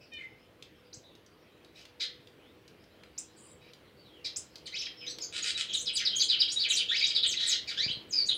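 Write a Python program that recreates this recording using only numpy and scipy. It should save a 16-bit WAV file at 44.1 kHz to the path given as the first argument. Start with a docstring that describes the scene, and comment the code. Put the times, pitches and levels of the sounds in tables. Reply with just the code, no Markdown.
"""Caged birds twittering

Small birds chip, whistle, then break into overlapping runs of fast twittering. Notes are gliding tones
shaken by a hoarse throat; rasps are clicks ringing its resonances. Cage bars and hard walls smear every
note. Perches tick, a hand bumps the camera, and far chatter, outdoor air and a faint hum lie below."""
import sys
import numpy as np
from scipy import signal
from scipy.fft import rfft, irfft
from scipy.io import wavfile
from scipy.ndimage import uniform_filter1d

SR = 44100
rng = np.random.default_rng(int(sys.argv[2]) if len(sys.argv) > 2 else 0)


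def log_audio(samples):
    """Write samples as a 16-bit WAV file to the path given in sys.argv[1]."""
    # one column per channel
    frames = np.atleast_2d(samples).T
    # limit to full scale, then quantise
    limited = np.clip(frames, -1, 1)
    pcm = np.round(limited * 32767).astype(np.int16)
    wavfile.write(sys.argv[1], SR, pcm)


N = 369116


def note(length_s, db, pitches_hz, octave_db=-33, hoarse=0.13):
    """A tone glides through its pitches; a hoarse throat (0-1) shakes pitch and level."""
    n = max(round(length_s * SR), 64)
    knots = len(pitches_hz)
    hz = np.interp(np.linspace(0, knots - 1, n), range(knots), pitches_hz)
    hz = uniform_filter1d(hz, n // (2 * knots), mode="nearest")
    jitter = uniform_filter1d(uniform_filter1d(rng.standard_normal((2, SR // 3)), 30), 30)
    wobble, shimmer = (unit_rms(row)[:n] for row in jitter)
    hz = hz + 700 * hoarse * wobble
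    cycles = np.cumsum(hz) / SR
    k = np.arange(1, 9)[:, None]
    rolloff_db = (min(octave_db, 0) - 2) * np.maximum(k - 2, 0) - 7 * (k > 2)
    partial_db = octave_db * (k > 1) + rolloff_db
    # a clear throat damps strong overtones above 6 kHz, a hoarse one passes them
    octaves_over = np.maximum(np.log2(k * abs(hz) / 6000 + 1e-9), 0)
    damp_db = 60 * (1 - hoarse) ** 4 * (octave_db > -20) * (k > 1) * octaves_over
    amps = gain_of(partial_db - damp_db) * np.clip((19000 - k * hz) / 3000, 0, 1)
    partials = (amps * np.sin(2 * np.pi * k * cycles)).sum(0)
    # below 6 kHz alternate cycles differ: a faint line an octave down
    sub = gain_of(-23.5) * np.clip((6000 - hz) / 800, 0, 1) * np.sin(np.pi * cycles + wobble)
    breath = gain_of(-21.5) * uniform_filter1d(rng.standard_normal(SR // 3), 3)[:n]
    flutter = gain_of(8 * min(hoarse, 0.5) * shimmer)
    envelope = signal.windows.tukey(n, min(0.5, 0.034 / length_s))
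    return gain_of(db) * (partials + sub + breath) * flutter * envelope


def syllables(rows, path, end_db=-8, **voice):
    """Notes on one evenly timed pitch path; the lower it ends, the more of end_db they reach."""
    out = np.zeros(N)
    for start_s, length_s, db, low_hz, high_hz, *octave_db in rows:
        sound = note(length_s, db, low_hz + (high_hz - low_hz) * np.array(path), *octave_db, **voice)
        ramp_db = end_db * (1 - path[-1]) * np.linspace(0, 1, len(sound)) ** 2
        add(out, start_s, sound * gain_of(ramp_db))
    return out


def slurs():
    """Rough falling notes: hooks flick up first; a second voice holds near the top of each fall."""
    # (start [s], length [s], level [dB], low [Hz], high [Hz])
    falls = [(1.029, 0.12, -64, 3470, 3950), (4.853, 0.026, -34.5, 1327, 5710),
             (4.998, 0.11, -47, 1640, 3450), (5.738, 0.033, -28.5, 3300, 4196),
             (5.853, 0.068, -30, 2314, 5500), (5.988, .06, -34.5, 1436, 2820),
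             (6.046, 0.045, -24.5, 3500, 5480), (6.282, 0.081, -24, 2493, 5140),
             (6.344, 0.038, -42, 1190, 3100), (6.698, .035, -24.5, 2350, 4310),
             (6.756, 0.076, -26, 2273, 5245), (7.144, 0.055, -23.5, 3255, 4890),
             (7.223, 0.055, -23, 2830, 4485), (8.087, .03, -53, 6800, 8300),
             (8.282, 0.0503, -24.5, 3124, 4310)]
    hooks = [(5.199, 0.058, -37.5, 4370, 5410), (5.95, 0.047, -28, 2460, 5210),
             (6.189, 0.053, -22.5, 3060, 4830), (6.387, 0.057, -21, 2510, 5240),
             (7.363, 0.035, -28.5, 3030, 3927)]
    # paths (pitch [0 low, 1 high])
    fall = [1, .56, .34, .15, 0]
    hook = [0.73, 0.92, 0.3, 0]
    sag = [1, 0.78, .86]
    second_voice = [(start_s, 0.53 * length_s, db - 5.5, *hz) for start_s, length_s, db, *hz in falls]
    kinds = [(falls, fall), (hooks, hook), (second_voice, sag)]
    return sum(syllables(rows, path, octave_db=-25.5, hoarse=0.28) for rows, path in kinds)


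def twitters():
    """Clearer, mostly high notes in six pitch shapes."""
    # (start [s], length [s], level [dB], low [Hz], high [Hz])
    cascades = [(5.935, 0.097, -29, 1814, 8220), (7.257, 0.1, -27, 1786, 8460),
                (7.462, 0.085, -22, 2650, 8220)]  # tumble in two steps
    chips = [(.927, 0.023, -40, 3220, 9200), (3.177, 0.018, -28.5, 4500, 10300),
             (4.359, 0.019, -25, 4210, 10760), (6.229, 0.022, -33.5, 6830, 10450),
             (6.514, 0.027, -30, 5800, 10840), (8.342, 0.017, -34.5, 9000, 10330)]  # rise sharply
    climbs = [(2.383, 0.14, -67.5, 2180, 3810), (5.058, 0.055, -37.5, 2840, 4700),
              (5.727, .028, -30, 3400, 10600), (6.153, 0.037, -39, 7100, 9660),
              (6.473, 0.053, -31.5, 1700, 6490), (7.24, 0.039, -40, 1164, 2660),
              (7.901, 0.039, -35.5, 3166, 4490), (8.248, 0.047, -37.5, 4970, 7370),
              (8.252, 0.058, -42, 5800, 10240)]  # rise ever more slowly
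    arches = [(5.927, 0.041, -33, 7200, 10630), (6.681, 0.037, -30.5, 5300, 11070),
              (6.879, 0.053, -26, 3120, 3690), (7.258, 0.033, -33, 5800, 9450),
              (7.457, .035, -34, 6300, 10700), (7.87, 0.057, -32, 2497, 3400)]  # jump, then sag
    dips = [(5.055, 0.075, -40, 5580, 6590), (5.21, 0.051, -33.5, 6220, 7370),
            (8.103, 0.04, -36, 5900, 7200)]  # drop and return
    waves = [(4.778, 0.055, -36, 5120, 7850), (5.743, 0.091, -31.5, 5980, 10600),
             (6.148, .1, -26.5, 6080, 8020), (6.69, 0.094, -26, 5510, 11940)]  # waver, then shoot up
    # paths (pitch [0 low, 1 high])
    cascade = [1, 1, .88, 0.66, .69, 0.32, 0.013, 0.064]
    chip = [0, .45, .56, 1]
    climb = [0, .55, .8, 1]
    arch = [0, 0.93, 0.35]
    dip = [0.95, 0, 1]
    wave = [0, 0.37, .1, 0, .4, 1]
    kinds = [(cascades, cascade), (chips, chip), (climbs, climb),
             (arches, arch), (dips, dip), (waves, wave)]
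    return sum(syllables(rows, path, octave_db=-21, hoarse=0.18) for rows, path in kinds)


def swoops():
    """Wide sweeps rich in overtones: up, down and up again."""
    # (start [s], length [s], level [dB], low [Hz], high [Hz])
    sweeps = [(4.717, .125, -36.5, 1773, 5640)]
    loops = [(6.903, .185, -29.5, 1200, 9500)]
    # paths (pitch [0 low, 1 high])
    sweep = [0.0544, 0.091, .22, 0.53, 1, 0.94, 0.132, 0.81]
    loop = [0, .066, .096, .125, .22, .49, .4, .14, .12, .17, .42, .7, 1]
    return syllables(sweeps, sweep, octave_db=-2.5) + syllables(loops, loop, octave_db=-2.5)


def whistles():
    """Near-sine tones of almost level pitch, and a far one that slides down and swells."""
    # (start [s], length [s], level [dB], first [Hz], last [Hz])
    level_notes = [(3.357, 0.19, -50.5, 7660, 7680), (3.367, 0.17, -54, 8860, 9040),
                   (3.374, 0.064, -59, 6800, 7100), (4.961, 0.13, -49.5, 5380, 4950),
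                   (5.087, 0.032, -44, 7640, 7960), (5.421, 0.017, -31, 6730, 6740),
                   (5.545, 0.03, -39.5, 3950, 3850), (7.016, 0.017, -29, 4770, 4450),
                   (6.097, 0.085, -33, 3120, 3276), (6.513, 0.037, -31.5, 6810, 6950),
                   (6.557, 0.041, -29.5, 3804, 3780), (7.023, 0.038, -26.5, 3850, 3660),
                   (7.157, 0.0093, -29.5, 5250, 4910), (8.119, 0.12, -26.5, 5124, 4450)]
    # (start [s], length [s], level [dB], low [Hz], high [Hz])
    glides = [(3.96, .275, -63, 2740, 4660)]
    # path (pitch [0 low, 1 high])
    glide = [.9, 1, .76, 0.29, 0.27, 0.021, 0.037]
    out = syllables(glides, glide, end_db=4, hoarse=0.14)
    for start_s, length_s, db, *pitches_hz in level_notes:
        add(out, start_s, note(length_s, db, pitches_hz))
    return out


def calls():
    """Hoarse falling scolds and held or rising calls; the octave may outweigh the fundamental."""
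    # (start [s], length [s], level [dB], low [Hz], high [Hz], octave [dB re fundamental])
    scolds = [(1.995, 0.06, -37.5, 1637, 2240, 7), (4.241, .04, -42.5, 1560, 2350, 10.5),
              (4.655, 0.029, -37.5, 1260, 4610, 0.5), (5.679, 0.098, -35.5, 2940, 3324, -13),
              (6.585, 0.1, -26.5, 1540, 4630, -19), (7.082, 0.045, -29, 1515, 5240, -14),
              (7.493, 0.074, -43.5, 1320, 2530, -6), (7.668, 0.073, -39, 1108, 2374, 5), ]
    # path (pitch [0 low, 1 high])
    scold = [0.95, 0.96, 0.42, 0]
    # (start [s], length [s], level [dB], first [Hz], last [Hz], octave [dB], hoarseness [0-1])
    held = [(.0, 0.056, -60, 2620, 2586, 0.5, 0.23), (0.174, 0.089, -40, 2177, 2057, -35, 0.11),
            (1.742, 0.099, -58.5, 2484, 2503, 1, 0.78), (3.603, 0.11, -62, 2405, 2480, -6.5, 0.47),
            (7.387, 0.19, -41, 1914, 2012, 8.5, 0.27), (7.763, 0.1, -36, 1504, 2554, 6.5, 0.1)]
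    out = syllables(scolds, scold, hoarse=0.316)
    for start_s, length_s, db, first_hz, last_hz, octave_db, hoarse in held:
        add(out, start_s, note(length_s, db, [first_hz, last_hz], octave_db, hoarse))
    return out


def rasps():
    """Uneven clicks ring a sliding throat resonance and two steady ones."""
    # (start [s], length [s], level [dB], first resonance [Hz], last resonance [Hz])
    buzzes = [(5.318, 0.092, -39.5, 3350, 4360), (5.421, 0.105, -36, 4800, 3760),
              (5.564, 0.059, -35.5, 4640, 3720)]
    clicks_per_s, width_hz = 1100, 2700
    radius = np.exp(-np.pi * width_hz / SR)
    poles = np.convolve([1, -radius], [1, -radius])
    soften = signal.butter(2, 9000, fs=SR, output="sos")
    out = np.zeros(N)
    for start_s, length_s, db, first_hz, last_hz in buzzes:
        n = round(length_s * SR)
        chance, size, sign = rng.random((3, SR // 4))[:, :n]
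        heights = gain_of(-4 * np.log(size + 0.0093)) * np.sign(sign - 0.5)
        clicks = signal.sosfilt(soften, (chance < clicks_per_s / SR) * heights)
        carrier = np.exp(2j * np.pi * np.cumsum(np.linspace(first_hz, last_hz, n)) / SR)
        throat = unit_rms((carrier * signal.lfilter([1], poles, clicks / carrier)).real)
        high = gain_of(-2) * unit_rms(resonate_twice(clicks, 8120, width_hz))
        low = gain_of(-3.5) * unit_rms(resonate_twice(clicks, 2070, width_hz))
        add(out, start_s, gain_of(db) * signal.windows.tukey(n, 0.5) * (high + low - throat))
    return out


def nasal_call():
    """Equal harmonics 3-7 of a low pitch pass through one resonance."""
    # (start [s], length [s], level [dB], first [Hz], last [Hz], resonance [Hz], width [Hz])
    nasals = [(0.111, 0.086, -47.5, 619, 592.6, 2350, 1600)]
    out = np.zeros(N)
    for start_s, length_s, db, first_hz, last_hz, nose_hz, width_hz in nasals:
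        n = round(length_s * SR)
        cycles = np.cumsum(np.linspace(first_hz, last_hz, n)) / SR
        stack = np.sin(2 * np.pi * np.arange(3, 8)[:, None] * cycles).sum(0)
        tone = resonate_twice(stack, nose_hz, width_hz)
        add(out, start_s, gain_of(db) * signal.windows.tukey(n, 0.5) * tone)
    return out


def perches():
    """Claws and beaks tick: a few milliseconds of noise in a broad wooden resonance."""
    # (time [s], peak [dB], centre [Hz])
    ticks = [(0.136, -45.5, 4960), (0.6245, -37.5, 3570), (1.152, -45.5, 3700), (1.263, -49, 4970),
             (1.647, -47.5, 3420), (1.853, -41, 3520), (2.2724, -44, 3600), (2.679, -45, 4200),
             (2.84, -54.5, 4870), (3.035, -43.5, 2580), (3.7348, -41, 3700), (4.557, -34, 4070),
             (4.582, -46, 4470), (5.1857, -32, 3900)]
    out, t = np.zeros(N), np.arange(600) / SR
    for start_s, db, hz in ticks:
        snap = rng.standard_normal(len(t)) * np.exp(-t / 0.0039)
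        tick = resonate_twice(snap, hz, width_hz=2600) + 0.0095 * snap
        add(out, start_s, gain_of(db) * tick / abs(tick).max())
    return out


def bumps():
    """A hand knocks the camera; its body swings a cycle or two, falling in pitch."""
    # (time [s], level [dB])
    knocks = [(0.972, -42.5), (7.864, -31.5), (7.9, -35.5), (7.971, -38)]
    out, t = np.zeros(N), np.arange(1600) / SR
    cycles = 110 * t + 0.3 * (1 - np.exp(-t / 0.001))
    swing = np.sin(2 * np.pi * cycles) * np.exp(-t / 0.005)
    for start_s, db in knocks:
        add(out, start_s, gain_of(db) * swing)
    return out


def far_chatter():
    """Distant birds: short hoarse glides at random."""
    out = np.zeros(N)
    for when, pitch, glide, size in rng.random((160, 4)):
        first_hz = 2000 + 3400 * pitch
        last_hz = first_hz * (0.78 + 0.4 * glide)
        chirp = note(0.056, -73 + 7 * size, [first_hz, last_hz], octave_db=-31, hoarse=0.2)
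        add(out, when * N / SR, chirp)
    return out


def air():
    """Outdoor wash with drifting patches and two fuzzy hum lines, all slowly swelling."""
    # wash spectrum (frequency [Hz], relative density [dB])
    spectrum = [(29, -32), (50, -4), (103, -1), (245, -5), (312, -2.5), (436, -3), (480, -3.5), (836, -14),
                (3140, -17), (5080, -26), (7120, -34), (15800, -34)]
    # (time [s], relative level [dB])
    swell = [(0.0, -63.5), (8.37, -58.5)]
    # (frequency [Hz], width [Hz], relative level [dB])
    hum_lines = [(314.4, 6.3, -73.5), (491, 5.6, -71.5)]
    frames, bins_hz = N // 256 + 5, np.fft.rfftfreq(1024, 1 / SR)
    real, imag, patches = rng.standard_normal((frames, 513, 3)).T
    patches_db = 1.6 * unit_rms(uniform_filter1d(uniform_filter1d(patches, 10, 0), 14, 1))
    bins = (real + 1j * imag) * gain_of(curve_at(spectrum, bins_hz)[:, None] + patches_db)
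    wash = unit_rms(signal.istft(bins, nperseg=1024, noverlap=768)[1][:N])
    noise = rng.standard_normal(N)
    hum = sum(gain_of(db + 61) * unit_rms(resonate_twice(noise, hz, width_hz))
              for hz, width_hz, db in hum_lines)
    level_db = np.interp(np.arange(N) / SR, *np.transpose(swell)) + 2.5
    return gain_of(level_db) * (wash + hum)


def coloured(x):
    """What beak, cage and microphone pass of a song."""
    # (frequency [Hz], gain [dB])
    response = [(900, -53), (1300, -6), (2100, -5.5), (2700, -1), (3250, 3), (3550, 2), (3900, 4),
                (4500, -0.5), (4950, 3), (5700, -1.5), (6600, -3), (8500, -7), (10500, -7), (16000, -11.5)]
    return irfft(rfft(x) * gain_of(curve_at(response, np.fft.rfftfreq(N, 1 / SR))), N)


def bars(x):
    """Cage bars scatter the direct sound over a few milliseconds."""
    taps = 0.8 * rng.standard_normal(400) * (rng.random(400) < 0.08) * np.exp(-np.arange(400) / 170)
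    taps[0] = 1
    return signal.fftconvolve(x, taps / np.linalg.norm(taps))[:N]


def walls(x):
    """Dense echoes whose treble dies first, plus lingering cage tones."""
    # (frequency [Hz], 60 dB decay time [s])
    decay = [(2000, 0.67), (5000, 0.37), (10000, 0.21)]
    # (frequency [Hz], width [Hz], gain [dB])
    cage_modes = [(3220, 9.8, 8.5), (3830, 10.7, 11), (4143, 39, 1)]
    taps = np.zeros(SR // 2)
    slots = np.arange(120, len(taps) - 20, 20)
    taps[slots + rng.integers(0, 20, len(slots))] = rng.choice([-1., 1.], len(slots))
    bins_hz, t, bins = signal.stft(taps, SR, nperseg=128)
    drop_db = -10 / (1 + np.exp((0.06 - t) / 0.027))  # weaker beyond the near walls, 60 ms on
    decay_db = -60 * t / curve_at(decay, bins_hz)[:, None]
    tail = signal.istft(bins * gain_of(drop_db + decay_db), SR, nperseg=128)[1]
    echoes = signal.fftconvolve(x, tail / np.linalg.norm(tail))[:N]
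    return echoes + sum(gain_of(db) * resonate(x, hz, width_hz) for hz, width_hz, db in cage_modes)


def resonate(x, hz, width_hz):
    """One resonance, peak gain near 1."""
    radius = np.exp(-np.pi * width_hz / SR)
    return 2 * signal.lfilter([1 - radius], [1, -radius * np.exp(2j * np.pi * hz / SR)], x).real


def resonate_twice(x, hz, width_hz):
    return resonate(resonate(x, hz, width_hz), hz, width_hz)


def gain_of(db):
    return 10 ** (np.asarray(db) / 20)


def unit_rms(x):
    return x / np.sqrt(np.mean(x ** 2) + 1e-20)


def curve_at(points, hz):
    knots_hz, values = np.transpose(points)
    return np.interp(np.log(hz + 1), np.log(knots_hz + 1), values)


def add(mix, start_s, sound):
    part = mix[round(start_s * SR):][:len(sound)]
    part += sound[:len(part)]


def scene():
    """Mono mix; the far birds arrive only as echoes."""
    birds = coloured(twitters() + slurs() + swoops() + whistles() + calls() + rasps() + nasal_call())
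    far, ticks = coloured(far_chatter()), perches()
    echoes = gain_of(-3.5) * walls(birds + far + 0.9 * ticks)
    return (gain_of(-2.5) * bars(birds) + ticks + echoes + air() + bumps())[None]


def record(dry):
    """The microphone drops the deepest bass; then the band limit."""
    low_hz, high_hz = 45, 15850
    highpass = signal.butter(3, low_hz, "high", fs=SR, output="sos")
    lowpass = signal.firwin(511, high_hz, window=("kaiser", 9), fs=SR)
    return signal.oaconvolve(signal.sosfilt(highpass, dry), lowpass[None], "same")


dry = scene()
out = record(dry)
log_audio(out)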